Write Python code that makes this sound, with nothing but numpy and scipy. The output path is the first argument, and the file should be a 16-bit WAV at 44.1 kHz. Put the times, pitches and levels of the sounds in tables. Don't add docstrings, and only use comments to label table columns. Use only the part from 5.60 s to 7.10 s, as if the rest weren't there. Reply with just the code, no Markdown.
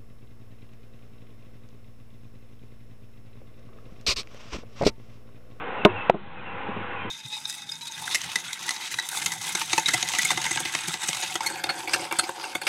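import sys
import numpy as np
from scipy import signal
from scipy.fft import rfft, irfft
from scipy.io import wavfile
from scipy.ndimage import uniform_filter1d

SR = 44100
rng = np.random.default_rng(int(sys.argv[2]) if len(sys.argv) > 2 else 0)


def output_pcm(signal):
    pcm = np.clip(np.atleast_2d(signal).T, -1, 1) * 32767
    wavfile.write(sys.argv[1], SR, np.round(pcm).astype(np.int16))


N = 66150
T = np.arange(N) / SR
MIC_LOW_HZ, MIC_EDGE_HZ, EDGE_HZ = 123, 4200, 16700
CLIP_LEVEL, OFFSET = 0.75, -0.012


def amp(db):
    return 10 ** (np.asarray(db) / 20)


def unit(x):
    return x / np.sqrt(np.mean(x ** 2) + 1e-20)


def curve(points):
    return amp(np.interp(T, *np.transpose(points)))


def colour(points, hz):
    f, db = np.transpose(points)
    return amp(np.interp(np.log(hz + 1), np.log(f), db))


def since(s):
    return np.maximum(T - s, 0)


def lowpass(x, hz):
    taps = signal.firwin(301, hz, window=("kaiser", 9), fs=SR)
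    return signal.oaconvolve(x, taps, "same")


def noise(points):
    spectrum = rfft(rng.standard_normal(N))
    gain = colour(points, np.fft.rfftfreq(N, 1 / SR))
    return unit(irfft(spectrum * gain, N))


def waver(width_hz):
    f = np.fft.fftfreq(N, 1 / SR)
    white = rng.standard_normal(N) + 1j * rng.standard_normal(N)
    z = np.fft.ifft(np.fft.fft(white) * np.exp(-(f / width_hz) ** 2))
    return z / np.sqrt(np.mean(abs(z) ** 2))


def tone(hz, width_hz, rough):
    carrier = np.exp(2j * np.pi * hz * T)
    return unit(((1 + rough * waver(width_hz)) * carrier).real)


def ring(modes, s, corner_hz, push_s, order=1):
    t = since(s)
    total = np.zeros(N)
    for k, (hz, db, t60_s) in enumerate(modes):
        decay = amp(db - 60 * t / t60_s)
        treble_cut = np.hypot(1, (hz / corner_hz) ** 2)
        total += order ** k * decay * np.sin(2 * np.pi * hz * t) / treble_cut
    return (1 - np.exp(-t / push_s)) * total


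# f/Hz, relative level/dB per Hz
BREEZE_COLOUR = [(40, -23.5), (70, 1), (100, -9), (150, -13.5), (300, -2.5), (400, -8.5), (500, 1),
                 (640, -10), (740, -5), (820, 2), (890, -2.5), (1000, 1.5), (1220, -4), (1470, -2),
                 (1750, -7), (2100, -6), (2320, -10.5), (2520, -7), (3050, -13.5), (3600, -21),
                 (4000, -30.5), (4400, -38.5)]
BREEZE_DB, PATCH_RMS_DB, SWELL_RMS_DB = -32.5, 1.4, 0.18


def breeze():
    window, hop = 2048, 512
    frames, hz = N // hop + 6, np.fft.rfftfreq(window, 1 / SR)
    real, imag, patches = rng.standard_normal((3, frames, len(hz)))
    patches = uniform_filter1d(patches, size=6, axis=0)
    patches = unit(uniform_filter1d(patches, size=12, axis=1))
    swell = unit(uniform_filter1d(rng.standard_normal(frames), size=14))[:, None]
    drift = amp(PATCH_RMS_DB * patches + SWELL_RMS_DB * swell)
    spectra = (real + 1j * imag) * colour(BREEZE_COLOUR, hz) * drift
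    leaves = signal.istft(spectra.T, nperseg=window, noverlap=window - hop)[1][:N]
    return amp(BREEZE_DB) * unit(leaves)


# f/Hz, relative level/dB per Hz
GUST_COLOUR = [(100, -28.5), (220, -18), (300, -6.5), (390, -8.5), (470, 3.5), (560, -9.5), (720, -2),
               (830, -3), (1100, -22.5), (2000, -41.5)]
# t/s, level/dB
GUST_LEVEL = [(0, -39.5), (.12, -35.5), (.22, -39), (.32, -41), (.6, -65)]


def gust():
    return curve(GUST_LEVEL) * noise(GUST_COLOUR)


# t/s, level/dB
DRONE_LEVEL = [(0, -63), (.26, -56), (.31, -31), (.39, -37), (.42, -50), (.85, -40.5), (1.02, -45),
               (1.11, -42.5), (1.18, -33.5), (1.28, -46.5), (1.5, -38)]


def drone():
    return curve(DRONE_LEVEL) * tone(hz=103.5, width_hz=14, rough=0.35)


def whine():
    return amp(-44) * tone(hz=807, width_hz=9, rough=0.54)


# f/Hz, relative level/dB per Hz
RUMBLE_COLOUR = [(25, -2), (70, 5), (110, 0.5), (160, 0), (205, 2), (270, -20.5), (360, -8), (600, -27.5),
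                 (1500, -54)]
RUMBLE_DB = -45


def rumble():
    return amp(RUMBLE_DB) * noise(RUMBLE_COLOUR)


# f/Hz, relative level/dB per Hz
HISS_COLOUR = [(200, -0.5), (2500, -4), (3500, 2.5), (4000, -6), (4400, -10.5)]
HISS_DB = -55.5


def hiss():
    return amp(HISS_DB) * noise(HISS_COLOUR)


# t/s, length/s, start f/Hz, end f/Hz, level/dB
BIRD_NOTES = [(.18, .055, 2850, 2580, -35.5), (.285, .06, 2783, 2340, -41.5),
              (0.351, 0.0433, 2850, 2558, -35), (0.375, 0.14, 2640, 2622, -38),
              (.75, 0.065, 2633, 2377, -38), (0.841, .08, 2730, 2715, -40.5), (1.10, .05, 2613, 2657, -47),
              (1.208, 0.079, 2660, 2430, -50), (1.316, 0.031, 2630, 2750, -41.5),
              (1.352, 0.08, 2580, 2366, -38), (1.371, 0.1, 3063, 3190, -47.5)]
BIRD_WIDTH_HZ, BIRD_BLUR, BIRD_ECHO_DB, BIRD_T60_S = 70, 0.8, -4.5, 0.35


def birds():
    direct = np.zeros(N)
    for s, length_s, start_hz, end_hz, db in BIRD_NOTES:
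        u = np.clip((T - s) / length_s, 0, 1)
        turns = np.cumsum(start_hz + (end_hz - start_hz) * u) / SR
        envelope = np.sqrt(abs(np.sin(np.pi * u)))
        blur = 1 + BIRD_BLUR * waver(BIRD_WIDTH_HZ)
        direct += amp(db) * envelope * (blur * np.exp(2j * np.pi * turns)).real
    tail = rng.standard_normal(N) * amp(-60 * T / BIRD_T60_S)
    echo = signal.fftconvolve(direct, tail / np.linalg.norm(tail))[:N]
    return direct + amp(BIRD_ECHO_DB) * echo


# f/Hz, relative level/dB, t60/s
BODY_MODES = [(213, -4.5, 0.058), (330, -5, 0.047), (360.5, -18, 0.19), (408, -3.5, 0.073),
              (493, -14.5, 0.06), (618, -3.5, 0.059), (684, -8.5, 0.048), (840, -19, 0.043),
              (952, -17, 0.11), (1051, -9.5, 0.062), (1238, -5.5, 0.032), (1470, -7.5, 0.027)]
# t/s, level/dB, treble corner f/Hz, push time/s
BLOWS = [(.193, -24, 800, 0.0024), (.2514, 1, 3000, 0.00087), (0.5389, -25.5, 700, 0.0011),
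         (0.5447, -18, 680, .001), (1.044, -22, 200, .002), (1.087, -13.5, 260, .002),
         (1.165, -13.5, 245, .002), (1.21, -21.5, 220, .002), (1.447, -13, 201, 0.003)]


def knocks():
    out = np.zeros(N)
    for s, db, corner_hz, push_s in BLOWS:
        out += amp(db) * ring(BODY_MODES, s, corner_hz, push_s)
    return out


# f/Hz, relative level/dB, t60/s
SHELL_MODES = [(2200, -4.5, 0.016), (2494, -7, 0.012), (2680, -1.5, 0.012), (2974, -2, 0.01),
               (3430, -4.5, .011), (3654, -7, 0.018), (3960, -20.5, 0.036)]
# t/s, level/dB
CONTACTS = [(.2490, 0), (0.2595, -20), (0.4962, -15.5)]
# f/Hz, relative level/dB per Hz
GRIT_COLOUR = [(100, -29), (1200, 1), (1800, -11), (2250, -4), (2750, 3), (3700, 11.5), (4200, 9.5)]
TICK_RISE_S, GRIT_DB, GRIT_T60_S = 0.00099, -10.5, 0.022


def ticks():
    grit, out = noise(GRIT_COLOUR), np.zeros(N)
    for s, db in CONTACTS:
        t = since(s)
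        rise = np.minimum(t / TICK_RISE_S, 1)
        rattle = grit * rise * amp(GRIT_DB - 60 * t / GRIT_T60_S)
        shell = ring(SHELL_MODES, s, MIC_EDGE_HZ, TICK_RISE_S, order=-1)
        out += amp(db) * (shell + rattle)
    return out


# f/Hz, relative level/dB, t60/s
CATCH_MODES = [(214, -13, 0.028), (373, -25.5, 0.14), (495, -1, 0.019), (689, 1.5, 0.019), (830, 0, 0.014),
               (968, -8.5, .028), (1356, -16, 0.02), (2210, -10.5, 0.0093), (2576, -15, 0.0087)]
SNAP_S, SNAP_DB, SNAP_PUSH_S = 0.4966, 1, 0.0005


def snap():
    return amp(SNAP_DB) * ring(CATCH_MODES, SNAP_S, MIC_EDGE_HZ, SNAP_PUSH_S, order=-1)


# t/s, level/dB
DIP_LEVEL = [(.499, -2), (.52, -14), (.62, -16.5), (.74, -11), (.86, -7), (.96, -3), (1.08, -2.5)]


def dip(outdoors):
    return outdoors * curve(DIP_LEVEL)


def scene():
    outdoors = breeze() + gust() + drone() + whine() + birds()
    floor = rumble() + hiss()
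    handling = knocks() + ticks() + snap()
    return (dip(outdoors) + floor + handling)[None]


def record(dry):
    b, a = signal.butter(2, MIC_LOW_HZ, "high", fs=SR)
    heard = signal.lfilter(b, a, lowpass(dry[0], MIC_EDGE_HZ))
    clipped = np.clip(heard, -CLIP_LEVEL, CLIP_LEVEL)
    return lowpass(clipped, EDGE_HZ)[None] + OFFSET


dry = scene()
out = record(dry)
output_pcm(out)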